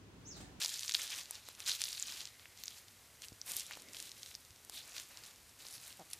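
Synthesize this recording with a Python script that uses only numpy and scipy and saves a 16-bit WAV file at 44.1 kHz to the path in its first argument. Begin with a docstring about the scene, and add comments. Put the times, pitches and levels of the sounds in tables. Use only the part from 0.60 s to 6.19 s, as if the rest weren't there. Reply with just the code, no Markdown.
"""Hens dust-bathing in the woods

Hens scratch on a wooded slope. Each stroke of a foot or wing crushes dry leaves and throws up soil
that patters down; stems and twigs snap, and one hen gives a short low cluck. Behind them are quiet
woodland air and a few soft handling bumps on a hand-held mono microphone."""
import sys
import numpy as np
from scipy import signal
from scipy.fft import rfft, irfft
from scipy.io import wavfile

SR = 44100
rng = np.random.default_rng(int(sys.argv[2]) if len(sys.argv) > 2 else 0)


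def inscribe(sig):
    """Save sig as 16-bit PCM at rate SR to the path in sys.argv[1].

    A 1-D sig is mono; a 2-D sig holds one channel per row.
    Samples are clipped to [-1, 1] before scaling.
    """
    pcm = np.round(np.clip(np.atleast_2d(sig).T, -1, 1) * 32767)
    wavfile.write(sys.argv[1], SR, pcm.astype(np.int16))


N = 246519
TIME = np.arange(N) / SR


def from_db(db):
    """Decibels to gain."""
    return 10 ** (np.asarray(db) / 20)


def unit_rms(x):
    """Scale to an rms of 1."""
    return x / np.sqrt(np.mean(x ** 2) + 1e-20)


def automation(rows):
    """Join timed breakpoints into one curve for each column after the time."""
    times, *columns = np.transpose(rows)
    return [np.interp(TIME, times, column) for column in columns]


def drift(rate_hz):
    """Smooth random wander with an rms of 1."""
    hop = 40
    pole = np.exp(-2 * np.pi * rate_hz * hop / SR)
    noise = rng.standard_normal(N // hop + 2002)
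    slow = signal.lfilter([1], [1, -2 * pole, pole * pole], noise)[2000:]   # skip the filter's run-in
    return np.interp(np.arange(N) / hop, np.arange(len(slow)), unit_rms(slow))


def butter(x, hz, kind, order=2):
    """Butterworth low-pass or high-pass."""
    sections = signal.butter(order, np.clip(hz, 10, .47 * SR), kind, fs=SR, output="sos")
    return signal.sosfilt(sections, x + 1e-18)


def resonance(x, hz, width_hz):
    """Band-pass with a gain of 1 at its peak."""
    hz, width_hz = np.clip([hz, width_hz], 20, SR / 3)
    return signal.lfilter(*signal.iirpeak(hz, hz / width_hz, fs=SR), x + 1e-18)


def ring(clicks, hz, t60):
    """Each click starts a sine that dies by 60 dB in t60 seconds."""
    decay, angle = from_db(-60 / (t60 * SR)), 2 * np.pi * hz / SR
    return signal.lfilter([0, np.sin(angle)], [1, -2 * decay * np.cos(angle), decay ** 2], clicks + 1e-18)


def add(out, start_s, sound):
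    """Mix a short sound in at its start time."""
    start = int(np.clip(round(start_s * SR), 0, N - 1))
    out[start:start + len(sound)] += sound[:N - start]


def equalise(x, spectrum, size=1024):
    """Minimum-phase EQ through points of frequency and gain."""
    point_hz, point_db = np.transpose(spectrum)
    hz = np.maximum(np.arange(size // 2 + 1) * SR / size, 1)
    gain = from_db(np.interp(np.log(hz), np.log(point_hz), point_db))
    cepstrum = irfft(np.log(gain))
    cepstrum[1:size // 2] *= 2
    cepstrum[size // 2 + 1:] = 0   # nothing rings ahead of a click
    impulse = irfft(np.exp(rfft(cepstrum)))
    return signal.fftconvolve(x, impulse)[:N]


# The tone of the air bed. Each row: frequency in Hz, relative level in dB.
AIR_EQ = [(25, -32), (45, -2), (80, 2.5), (105, 3), (160, -5.5), (400, -7), (800, -9.5), (1500, -9),
          (2900, -11), (5000, -10.5), (8000, -11), (12400, -13), (14500, -15)]


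def air(level_db=-62.5):
    """Still woodland: a faint hiss over a gently wavering far rumble."""
    bed = unit_rms(equalise(rng.standard_normal(N), AIR_EQ, size=8192))
    rumble = butter(bed, 166, "low")
    swell = from_db(0.86 * drift(7.0))
    return from_db(level_db) * (bed + rumble * (swell - 1))


# A soft low rush swells and fades. Each row: time in seconds, level in dB.
RUSH_FADES = [(3.15, -88.5), (3.21, -66.5), (3.32, -67), (3.42, -71), (3.55, -71), (3.7, -86.5)]
# A thin ringing comes and goes. Each row: time in seconds, level in dB.
RINGING_FADES = [(1.5, -89), (1.68, -70.5), (1.9, -70), (2.05, -81.5), (2.4, -77), (3.1, -94.5),
                 (3.28, -65), (3.65, -82.5), (3.9, -86.5)]


def faint_bands():
    """Two faint bands of noise: a soft low rush that swells and fades, and a thin far-off ringing."""
    (rush_db,), (ringing_db,) = automation(RUSH_FADES), automation(RINGING_FADES)
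    low, high = rng.standard_normal((2, N))
    rush = unit_rms(butter(butter(low, 124, "high"), 550, "low", order=4))
    ringing = unit_rms(resonance(resonance(high, 2100, 310), 2020, 450))
    return from_db(rush_db) * rush + from_db(ringing_db) * ringing


# Handling noise, and at 3.17 s the low body of a knock on the ground. Each row: start in seconds, wobble level
# in dB, wobble pitch in Hz, # wobble 60 dB decay in seconds, knock level in dB, knock pitch in Hz.
HANDLING_BUMPS = [(2.721, -48.5, 105, 0.043, -39.5, 243), (3.1712, -64, 199.7, 0.032, -46, 453),
                  (3.905, -50.5, 91.5, 0.092, -75, 400)]


def handling_bumps(size=8000):
    """A knock sets off a brief low wobble: a finger on the case, or at 3.17 s a beak or foot on the ground."""
    out, touch = np.zeros(N), signal.unit_impulse(size)
    for start, wobble_db, wobble_hz, t60, knock_db, knock_hz in HANDLING_BUMPS:
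        wobble = from_db(wobble_db) * ring(touch, wobble_hz, t60)
        knock = from_db(knock_db) * ring(touch, knock_hz, t60=2.5 / knock_hz)
        add(out, start, wobble + knock)
    return butter(out, 49, "high")


def woodland_echo(x, level_db=-20.5, t60=0.3, size=12000):
    """Trunks and ground scatter a faint, short tail."""
    t = np.arange(size) / SR
    scatter = rng.standard_normal(size) * (t > .003) * from_db(-60 * t / t60)
    tail = butter(scatter, 7000, "low")
    return from_db(level_db) * signal.fftconvolve(x, tail / np.sqrt(np.sum(tail ** 2)))[:N]


# The falling cluck. Each row: time in seconds, pulse rate in Hz, pulse level in dB.
CLUCK_CONTOUR = [(5.389, 198, -79), (5.395, 195.5, -49), (5.405, 172, -54), (5.418, 155.5, -50),
                 (5.432, 152, -69)]
# The hen's throat and body. Each row: resonance in Hz, width in Hz, relative level in dB.
FORMANTS = [(266, 450, 2), (740, 140, 2), (1220, 220, -24.5), (1660, 300, -27)]


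def cluck():
    """A handful of slowing pulses ring the hen's throat."""
    pulse_hz, level_db = automation(CLUCK_CONTOUR)
    sounding = (TIME >= CLUCK_CONTOUR[0][0]) & (TIME <= CLUCK_CONTOUR[-1][0])
    jitter = 1 + 0.019 * drift(90)
    cycles = np.cumsum(sounding * pulse_hz * jitter) / SR
    pulses = np.diff(np.ceil(cycles), prepend=0) * from_db(level_db)   # one click a cycle
    voice = sum(from_db(db + 5.5) * ring(pulses, hz, t60=np.log(1000) / (np.pi * width_hz))
                for hz, width_hz, db in FORMANTS)
    return butter(voice, 150, "high")


# A feather or claw drags over one leaf.
# Each row: centre in seconds, half length in seconds, level in dB, ring in Hz, width in Hz.
LEAF_SCRAPES = [(0.528, 0.013, -43, 2720, 1800), (1.026, 0.0079, -52, 3700, 1200),
                (1.094, 0.0084, -35, 3760, 4000), (2.641, 0.0099, -48, 3300, 2220),
                (2.902, 0.016, -60, 3300, 4000), (4.179, 0.044, -50.5, 3760, 1400),
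                (5.141, 0.035, -54.5, 9960, 2500), (5.143, 0.035, -55.5, 5700, 1800)]


def leaf_scrapes(slips_per_s=5000):
    """Fast uneven slips drive the leaf's resonance."""
    out = np.zeros(N)
    slips = rng.standard_normal(N) * (rng.random(N) < slips_per_s / SR)
    for centre, half_s, level_db, hz, width_hz in LEAF_SCRAPES:
        leaf = unit_rms(resonance(resonance(slips, hz, width_hz), hz, 2 * width_hz))
        swell = np.exp(-((TIME - centre) / half_s) ** 2)
        out += from_db(level_db) * swell * leaf
    return out


def clods(soil_db, per_s=70, ring_cycles=7, bands=9):
    """Lumps in the thrown soil land with small dull thuds."""
    landings = (rng.random(N) < per_s / SR) * rng.uniform(-0.69, 1, N)
    band = rng.integers(0, bands, N)
    thuds = sum(ring(landings * (band == k), hz, t60=ring_cycles / hz)
                for k, hz in enumerate(np.geomspace(190, 1000, bands)))
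    return from_db(soil_db - 15.5) * unit_rms(thuds)


def leaf_rib_breaks(leaf_db, firm_stroke_db=-47, firm_per_s=30, spread_db=2.1, spread_octaves=0.27):
    """Cue rows for snaps(): leaf ribs break at random, more often and louder under a harder stroke."""
    force_db = leaf_db - firm_stroke_db
    per_s = firm_per_s * from_db(0.57 * force_db)
    at = np.flatnonzero(rng.random(N) < per_s / SR)
    strength, pitch = np.clip(rng.standard_normal((N, 2))[at], -2, 2).T
    level_db = -40 + 0.59 * force_db[at] + spread_db * strength
    hz = 5400 * 2 ** (spread_octaves * pitch)
    return list(zip(at / SR, level_db, hz, 0.97 * hz))


# The loudest stems and twigs snapping.
# Each row: start in seconds, level over 1 ms in dB, ring in Hz, width in Hz.
TWIG_SNAPS = [(0.025, -36, 4400, 5900), (0.039, -33, 4160, 4200), (0.0478, -26, 5600, 3900),
              (0.0601, -27.5, 5180, 5200), (0.0814, -35, 7100, 5000), (0.1412, -33, 6240, 4400),
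              (0.194, -32.5, 5700, 4000), (0.2326, -33, 4300, 2960), (0.28, -31.5, 5100, 3600),
              (0.2944, -27, 4100, 5770), (0.3118, -33, 3840, 2700), (0.321, -29.5, 5540, 3900),
              (0.3397, -30, 5800, 5700), (0.346, -24.5, 4570, 4180), (0.3497, -19, 3870, 2480),
              (0.4178, -32.5, 6200, 4200), (0.7096, -32, 9150, 4930), (0.888, -42.5, 7660, 11000),
              (1.0035, -36.5, 5440, 7100), (1.07, -46, 5400, 3940), (1.1166, -28.5, 4480, 2200),
              (1.2072, -37, 3650, 5200), (1.2176, -25, 5600, 7300), (1.239, -26, 5140, 4570),
              (1.255, -34, 4500, 2320), (1.283, -36, 3630, 2570), (1.3298, -34, 5230, 7100),
              (1.3978, -32, 7260, 2620), (1.4255, -27, 7000, 2390), (1.6547, -36, 4960, 3450),
              (1.6734, -43, 4630, 4530), (1.7962, -49, 2660, 3800), (1.8565, -44.5, 2100, 1950),
              (2.0368, -36, 4580, 5960), (2.0385, -40, 13700, 3500), (2.0573, -39, 6550, 1590),
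              (2.0808, -32, 4840, 3600), (2.6205, -40.5, 5180, 7470), (2.6843, -41, 5620, 5400),
              (2.8152, -34.5, 5570, 1930), (2.9183, -32.5, 8500, 8400), (2.9669, -27, 10600, 8000),
              (2.997, -32, 7500, 5300), (3.3469, -40, 3140, 4360), (3.3686, -40.5, 4540, 4500),
              (3.4018, -35, 6200, 5770), (3.4261, -39, 7660, 11170), (3.5172, -40, 5040, 3700),
              (3.6318, -37, 4650, 4250), (3.6613, -41.5, 5500, 7700), (3.714, -47, 2800, 3000),
              (3.7515, -35.5, 5060, 2440), (4.049, -46.5, 10030, 10900), (4.0974, -38.5, 7300, 9600),
              (4.3658, -38, 3480, 4800), (4.381, -36, 4750, 3500), (4.399, -37.5, 5200, 7100),
              (4.5724, -46, 6800, 8000), (5.5328, -36, 5300, 4480), (5.5343, -34, 10460, 2370)]
# A beak or foot knocks on wood or firm ground. Each row: the same columns as the twig snaps.
GROUND_KNOCKS = [(0.0476, -42.5, 1350, 1980), (0.248, -47, 1410, 1500), (0.3488, -43.5, 910, 490),
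                 (0.7092, -47.5, 900, 1500), (0.8869, -42, 895, 1820), (3.1105, -38, 1650, 1380),
                 (3.172, -43.5, 700, 900), (4.097, -45.5, 790, 1490), (5.052, -50.5, 900, 900)]


def snaps(rib_breaks, crumble_db=-20, crumble_s=0.0015, size=700):
    """A sharp break or knock rings the stem for about a millisecond while its last fibres crumble."""
    out, t = np.zeros(N), np.arange(size) / SR
    for start, level_db, hz, width_hz in TWIG_SNAPS + GROUND_KNOCKS + rib_breaks:
        crumble = from_db(crumble_db) * rng.standard_normal(size) * np.exp(-t / crumble_s)
        force = (t == 0) + crumble
        stem = resonance(resonance(force, hz, 0.83 * width_hz), hz, 1.24 * width_hz)
        damping = width_hz / hz   # well-damped stems crack more than they ring
        crack = from_db(-17) * damping * butter(force, 0.37 * hz, "high")
        snap = stem + crack
        rms_over_1ms = np.sqrt(np.sum(snap ** 2) / (SR * 1e-3))
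        add(out, start, from_db(level_db) * snap / rms_over_1ms)
    return out


def grains(spectrum, per_s, spread_db, max_spreads, q, rub_db, patchy_db=3.0, bands=14):
    """Tiny fractures of uneven size, each ringing briefly at its own pitch, over smooth rubbing."""
    at = np.flatnonzero(rng.random(N) < per_s / SR)
    size_db = spread_db * np.minimum(rng.exponential(1, N)[at], max_spreads)
    sizes = from_db(size_db) * rng.choice([-1, 1], N)[at]
    band, crackle = rng.integers(0, bands, N)[at], 0
    for k, hz in enumerate(np.geomspace(spectrum[0][0], spectrum[-1][0], bands)):
        patchiness = from_db(patchy_db * drift(3.2)[at])   # the pieces underfoot keep changing
        clicks = np.zeros(N)
        clicks[at] = sizes * (band == k) * patchiness
        crackle = crackle + resonance(clicks, hz, hz / q)
    rubbing = unit_rms(equalise(rng.standard_normal(N), spectrum))
    return unit_rms(unit_rms(equalise(crackle, spectrum)) + from_db(rub_db) * rubbing)


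# The tone of crisp leaves, dull soil and fine grit. Each row: frequency in Hz, relative level in dB.
LEAF_EQ = [(900, -25.5), (1700, -10), (2600, -5), (3900, 0), (5200, -2), (7200, -3.5), (9000, -14.5),
           (14000, -20.5)]
SOIL_EQ = [(150, -19.5), (300, -8), (600, -0.5), (1100, 2), (1900, 2), (2600, 5), (4000, -16.5)]
GRIT_EQ = [(5000, -15), (7500, -2.5), (9000, -1.5), (10800, -1.5), (12400, -9), (13800, 0.5), (15000, -11)]


def leaf_litter(leaf_db, soil_db, grit_db):
    """A harder stroke breaks more leaves per second and moves more soil and grit."""
    per_s = 2900 * from_db(.5 * (leaf_db + 50.5))
    catch = from_db(1.17 * drift(37))   # claws catch and slip within a stroke
    leaves = grains(LEAF_EQ, per_s, spread_db=6.0, max_spreads=3.2, q=5.5, rub_db=0.5)
    soil = grains(SOIL_EQ, .7 * per_s, spread_db=4.0, max_spreads=2.2, q=0.96, rub_db=0.5)
    grit = grains(GRIT_EQ, per_s, spread_db=5.0, max_spreads=4.1, q=1.4, rub_db=-3)
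    return catch * (from_db(leaf_db - 1.24) * leaves
                    + from_db(soil_db - 2.6) * soil
                    + from_db(grit_db - 1.5) * grit)


# Strokes of a foot or wing. Each row: start in seconds, hold in seconds, leaf drive in dB,
# then soil and grit drive in dB relative to the leaves.
HEN_STROKES = [(0.0, 0.019, -44.5, -9.5, -5), (0.033, 0.011, -43.5, -20, -4), (0.093, 0.065, -46, -24, -9),
               (0.184, .13, -51, -35, -4.5), (0.356, 0.012, -46, -19, -4.5), (0.4, 0.043, -44, -13, -7.5),
               (0.505, 0.099, -48.5, -9.5, -6.5), (0.703, .07, -55, -8.5, -12),
               (0.87, 0.03, -56, -9.5, -13), (0.999, 0.043, -57, -1.5, -2),
               (1.086, 0.01, -38.5, -20, -10.5), (1.132, 0.0089, -45.5, -15, -3),
               (1.218, 0.21, -49, -18, -4), (1.476, 0.14, -48.5, -11, -8.5), (1.995, 0.19, -58, -14, -2.5),
               (2.638, 0.012, -58.5, -16, 3.5), (2.887, 0.042, -49, -4.5, 4.5),
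               (2.979, 0.026, -46.5, -17, -3.5), (3.106, 0.035, -54.5, -2.5, -15),
               (3.297, 0.05, -63, -6, -1), (3.363, .11, -54, -19, -2), (3.58, 0.13, -57.5, -21, -2),
               (4.146, 0.045, -54.5, -6, 1.5), (4.255, 0.087, -58.5, -1.5, -2.5),
               (4.365, 0.046, -51, -9, -4), (4.508, 0.093, -61, 0, -6.5), (4.647, 0.048, -57, -6, -5),
               (5.009, .15, -56, -8, -2), (5.226, 0.097, -56, -8, -1.5), (5.521, 0.019, -57.5, -6, 0.5)]


def strokes(attack_s=0.024, release_s=0.025, debris_db=-10, settle_s=0.17):
    """Drive in dB for leaves, soil and grit: the foot digs in, leaves spring back, debris settles."""
    idle = from_db([[-67.5], [-72.5], [-69]])   # the hens shift between strokes
    power = idle ** 2 * np.ones(N)
    debris = from_db(debris_db)
    for start, hold, leaf_db, soil_db, grit_db in HEN_STROKES:
        before, after = np.maximum(start - TIME, 0), np.maximum(TIME - start - hold, 0)
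        rise = np.exp(-(before / attack_s) ** 2)
        fall = (1 - debris) * np.exp(-after / release_s) + debris * np.exp(-after / settle_s)
        gains = from_db([[leaf_db], [leaf_db + soil_db], [leaf_db + grit_db]])
        power += (gains * rise * fall) ** 2
    return 10 * np.log10(power)


def scene():
    """The hens and their faint echo over the woods and handling noise, alike in both channels."""
    leaf_db, soil_db, grit_db = strokes()
    background = air() + faint_bands() + handling_bumps()
    hens = leaf_litter(leaf_db, soil_db, grit_db) + clods(soil_db) + leaf_scrapes() + cluck()
    hens += snaps(leaf_rib_breaks(leaf_db))
    mono = background + hens + woodland_echo(hens)
    return np.array([mono, mono])


def record(dry):
    """A steep low-pass takes off the very top."""
    cutoff_hz = 14600
    return signal.sosfilt(signal.ellip(10, .2, 70, cutoff_hz, fs=SR, output="sos"), dry)


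dry = scene()
out = record(dry)
inscribe(out)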